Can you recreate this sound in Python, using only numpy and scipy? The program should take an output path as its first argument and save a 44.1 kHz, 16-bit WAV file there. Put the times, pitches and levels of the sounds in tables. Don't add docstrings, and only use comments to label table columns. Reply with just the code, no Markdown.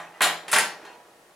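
import sys
import numpy as np
from scipy import signal
from scipy.fft import rfft, irfft, next_fast_len
from scipy.io import wavfile

SR = 44100
rng = np.random.default_rng(int(sys.argv[2]) if len(sys.argv) > 2 else 0)


def generate_wav(signal):
    frames = np.transpose(np.atleast_2d(signal))
    scaled = np.clip(frames, -1, 1) * 32767
    pcm = np.round(scaled).astype(np.int16)
    wavfile.write(sys.argv[1], SR, pcm)


N = 59535

# freq_hz, gain_db
HUSH_COLOUR = [(25, -16), (60, -17), (100, -14.5), (170, -5.5), (250, -5.5), (330, -1), (650, -0.5),
               (1100, -7), (2000, -13), (5000, -17.5), (10000, -18), (16000, -27.5)]
HUSH_SIDE = [(60, -26), (130, -20), (300, -14), (640, -12.5), (1400, -2), (3100, -1), (6800, -5.5),
             (10000, -18), (15000, -30)]
# freq_hz, t60_s
ROOM_DECAY = [(120, 0.47), (400, 0.66), (1000, .43), (2500, 0.36), (5000, .38), (9000, 0.24), (15000, 0.32)]
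# freq_hz, gain_db
REFLECTION_SIDE = [(100, -65), (300, -20), (700, -13.5), (1500, -9.5), (3000, -7.5), (6000, -3.5),
                   (10000, -7.5), (13000, -23)]
# freq_hz, left_minus_right_db
PAIR_BALANCE = [(100, -1), (3000, 0.6), (6000, -0.4), (9500, 3), (13000, -0.3)]
# time_s, level_db
SLIDE_STROKES = [
    [(0, -34.5), (.07, -49), (.13, -49.5), (.2, -46.5)],
    [(.39, -72), (.47, -44.5), (.52, -44)],
    [(.76, -51.5), (.82, -47), (.87, -45.5), (.94, -50), (1.0, -53.5), (1.15, -58.5), (1.34, -61)],
]
# freq_hz, gain_db
SLIDE_TONE = [(60, -64), (160, -7.5), (350, -1), (800, 3), (1200, -1.5), (2200, -6.5), (4000, -20),
              (9000, -26.5), (16000, -47)]
# start_s, length_s, pitch_hz, level_db
WIRE_SQUEAKS = [(.07, 0.016, 2600, -49), (.13, .035, 2800, -58), (.14, 0.045, 1970, -48.5),
                (0.476, .045, 2460, -51), (0.486, 0.04, 2712, -40.5), (.82, 0.032, 345, -45.5),
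                (.85, 0.21, 975, -51.5), (.85, 0.091, 780, -52.5), (.86, 0.052, 1648, -51.5),
                (0.847, 0.132, 3050, -62), (0.847, 0.11, 2724, -57), (0.853, 0.051, 4260, -57),
                (.925, 0.029, 4250, -60)]
WIRE_COLOUR = {"rack": [(60, -50), (150, -16), (260, -17.5), (340, -7.5), (450, -12.5), (600, -1.5),
               (900, -4), (1300, -1), (1950, -3), (2500, -4.5), (3750, -4), (4650, -11.5), (7200, -9),
               (9000, -12.5), (10800, -10.5), (13000, -22.5), (16000, -33)], "frame": [(60, -67),
               (170, -13.5), (300, -14), (370, -6.5), (520, -9), (700, -5), (970, -6), (1250, -2.5),
               (1550, -3), (1900, -1), (2700, -3.5), (4500, -8), (6000, -13), (7750, -12), (9700, -9),
               (12000, -19.5), (16000, -35.5)]}
# freq_hz, spread_db
CLUSTER_CONTRAST = [(700, 1), (2000, 1), (5000, 4), (12000, 2.8)]
BAR_MODES = {"rack": [(165, -12), (715, -6.5), (780, -5.5), (1010, -2), (1090, -5), (1184, -1),
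             (1408, -8.5), (1625, 0), (1918, -0.5), (3060, -7.5), (4285, -2), (5792, -13), (7138, -7),
             (10760, -1.5)], "frame": [(160, -16.5), (340, -14), (708, -2.5), (906, -3), (1394, -9),
             (1558, 1), (1875, -9.5), (1926, 1), (2057, -5), (2374, 0), (2713, -1.5), (3252, -15),
             (7305, 1), (9400, -24)]}
# freq_hz, t60_s
WIRE_DECAY = [(150, 0.12), (700, .18), (2000, 0.19), (5000, 0.19), (10000, 0.16), (15000, 0.14)]
BAR_DECAY = [(160, 0.49), (1000, 0.34), (2000, 0.32), (4000, 0.24), (10000, 0.17)]
BLOW_BANDS = [250, 900, 2000, 5000, 10000]
# start_s, part, thud_db, knock_db, clang_db, ring_db, sizzle_db
BLOWS = [(-0.03, "rack", -22.5, -23, -23.5, -37, -34.5), (0.2068, "rack", -13.5, -15, -10.5, -29, -27.5),
         (0.2183, "rack", -23.5, -30, -19, -20.5, -10), (0.2245, "rack", -20.5, -32, -16, -15, -24.5),
         (0.2385, "rack", -20, -15.5, -18, -21, -17.5), (0.2465, "rack", -17.5, -28, -22, -23, -22),
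         (0.269, "rack", -29.5, -19, -20.5, -28.5, -23), (0.4812, "frame", -32, -31, -32.5, -33.5, -31.5),
         (0.5152, "frame", -37, -28, -35.5, -28.5, -18), (0.5195, "frame", -29, -29, -26, -31, -16.5),
         (0.5298, "frame", -23, -12, -14, -18.5, -14.5),
         (0.5352, "frame", -16.5, -14.5, -17.5, -14.5, -14.5),
         (0.5605, "frame", -16.5, -16, -16.5, -21, -15), (0.5705, "frame", -18, -13, -16.5, -31, -60),
         (0.5846, "frame", -24, -19, -17.5, -18, -13.5), (0.813, "frame", -50, -43, -46, -53, -64),
         (0.8505, "rack", -55, -43.5, -44, -44.5, -51)]

HUSH_DB = -57
ROOM_DB, ROOM_BUILD_S = -4.5, 0.0059
COUNTER_DB, COUNTER_FADE_S = -4, 0.0022
SLIDE_DB, SLIPS_PER_S, SLIP_SPREAD_DB, SLIDE_FADE_S = -4, 770, 3, 0.15
SLIDE_RING_DB, SLIDE_RING_S = -1, 0.026
SQUEAK_WIDTH_HZ = 9.1
WIRE_MODE_COUNT, WIRES_DB, WIRE_SPREAD_DB = 900, -2.5, 1.5
CLUSTER_HZ = 130.4
BARS_DB, CRACK_DB, CRACK_S = -16.5, -4.5, 0.0047
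LOW_CUT_HZ, TOP_HZ = 110, 16300


def amp(db):
    return 10 ** (np.asarray(db) / 20)


def unit_rms(x):
    return x / np.sqrt(np.mean(x ** 2) + 1e-20)


def read(points, hz):
    freqs, values = np.transpose(points)
    return np.interp(np.log(hz + 1), np.log(freqs + 1), values)


def coloured(x, points):
    size = next_fast_len(2 * len(x))
    gain = amp(read(points, np.fft.rfftfreq(size, 1 / SR)))
    return irfft(rfft(x, size) * gain, size)[:len(x)]


def dying(x, t60s):
    t, hz, spectrum = np.arange(len(x)) / SR, np.fft.rfftfreq(len(x), 1 / SR), rfft(x)
    centres, times = np.transpose(t60s)
    out = np.zeros(len(x))
    for share, t60 in zip(np.eye(len(times)), times):
        band = irfft(spectrum * read(list(zip(centres, share)), hz), len(x))
        out += band * amp(-60 * t / t60)
    return out


def add(mix, start_s, sound):
    at = round(start_s * SR)
    part, sound = mix[max(at, 0):], sound[max(-at, 0):]
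    part[:len(sound)] += sound[:len(part)]


def hush():
    return amp(HUSH_DB) * unit_rms(coloured(rng.standard_normal(N), HUSH_COLOUR))


def kitchen(x):
    t = np.arange(SR) / SR
    taps = rng.choice([-1., 1.], SR) * (rng.random(SR) < 0.1)
    tail = dying(taps, ROOM_DECAY) * (1 - np.exp(-t / ROOM_BUILD_S))
    return amp(ROOM_DB) * signal.fftconvolve(x, tail / np.linalg.norm(tail))[:N]


def counter(x):
    t = np.arange(2048) / SR
    taps = rng.standard_normal(len(t)) * np.exp(-t / COUNTER_FADE_S)
    return amp(COUNTER_DB) * signal.fftconvolve(x, taps / np.linalg.norm(taps))[:N]


def wire_modes():
    slots = np.arange(WIRE_MODE_COUNT) + rng.random(WIRE_MODE_COUNT)
    pitch_hz = (slots * TOP_HZ / WIRE_MODE_COUNT).astype(int)
    clusters = np.interp(pitch_hz / CLUSTER_HZ, np.arange(1024), rng.standard_normal(1024))
    strength = np.zeros(SR // 2 + 1)
    strength[pitch_hz] = amp(read(CLUSTER_CONTRAST, pitch_hz) * clusters)
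    return strength


def wire_ring(modes):
    strength = modes * amp(WIRE_SPREAD_DB * rng.standard_normal(len(modes)))
    return irfft(strength * np.exp(2j * np.pi * rng.random(len(modes))))


def slide():
    t = np.arange(N) / SR
    slips = (rng.random(N) < SLIPS_PER_S / SR) * rng.choice([-1, 1], N)
    slips = slips * amp(SLIP_SPREAD_DB * rng.standard_normal(N))
    ping = wire_ring(wire_modes()) * np.exp(-t[:SR] / SLIDE_RING_S)
    ring = signal.fftconvolve(slips, ping)[:N]
    scrape = coloured(unit_rms(slips) + amp(SLIDE_RING_DB) * unit_rms(ring), SLIDE_TONE)
    envelope = np.zeros(N)
    for stroke in SLIDE_STROKES:
        time_s, level_db = np.transpose(stroke)
        outside_s = abs(t - np.clip(t, time_s[0], time_s[-1]))
        envelope += amp(np.interp(t, time_s, level_db)) * np.exp(-outside_s / SLIDE_FADE_S)
    return amp(SLIDE_DB) * envelope * unit_rms(scrape)


def squeaks():
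    out = np.zeros(N)
    phase_step = np.sqrt(2 * np.pi * SQUEAK_WIDTH_HZ / SR)
    for start_s, length_s, pitch_hz, level_db in WIRE_SQUEAKS:
        t = np.arange(0, length_s, 1 / SR)
        wander = phase_step * np.cumsum(rng.standard_normal(SR))[:len(t)]
        swell = amp(level_db) * np.sin(np.pi * t / length_s)
        add(out, start_s, swell * np.sin(2 * np.pi * pitch_hz * t + wander))
    return out


def contact(part, modes, bands_db):
    t = np.arange(SR) / SR
    force = list(zip(BLOW_BANDS, bands_db))
    wires, crack = (coloured(unit_rms(coloured(x, WIRE_COLOUR[part])), force)
                    for x in (wire_ring(modes), rng.standard_normal(SR)))
    haze = amp(WIRES_DB) * dying(wires, WIRE_DECAY) + amp(CRACK_DB) * crack * np.exp(-t / CRACK_S)
    bars = np.zeros(SR)
    for pitch_hz, level_db in BAR_MODES[part]:
        envelope = amp(level_db + read(force, pitch_hz) - 60 * t / read(BAR_DECAY, pitch_hz))
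        bars += envelope * np.sin(2 * np.pi * (pitch_hz * t + rng.random()))
    return haze, amp(BARS_DB) * bars


def clatter():
    modes = {part: wire_modes() for part in BAR_MODES}
    haze, bars = np.zeros((2, N))
    for start_s, part, *bands_db in BLOWS:
        wire_sound, bar_sound = contact(part, modes[part], bands_db)
        add(haze, start_s, wire_sound)
        add(bars, start_s, bar_sound)
    low_cut = signal.butter(3, LOW_CUT_HZ, "high", fs=SR, output="sos")
    return signal.sosfilt(low_cut, [haze, bars])


def scene():
    haze, bars = clatter()
    rustle = haze + slide()
    tones = bars + squeaks()
    direct = rustle + tones
    mid = direct + kitchen(rustle + amp(-8) * tones)
    side = coloured(kitchen(direct) + counter(direct), REFLECTION_SIDE)
    air, air_side = hush(), coloured(hush(), HUSH_SIDE)
    channels = []
    for sign in (1, -1):
        balance = [(hz, sign * db / 2) for hz, db in PAIR_BALANCE]
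        channels.append(coloured(mid + sign * side, balance) + air + sign * air_side)
    return np.array(channels)


def record(dry):
    low_pass = signal.firwin(511, TOP_HZ, window=("kaiser", 9), fs=SR)
    return signal.oaconvolve(dry, low_pass[None], "same")


dry = scene()
out = record(dry)
generate_wav(out)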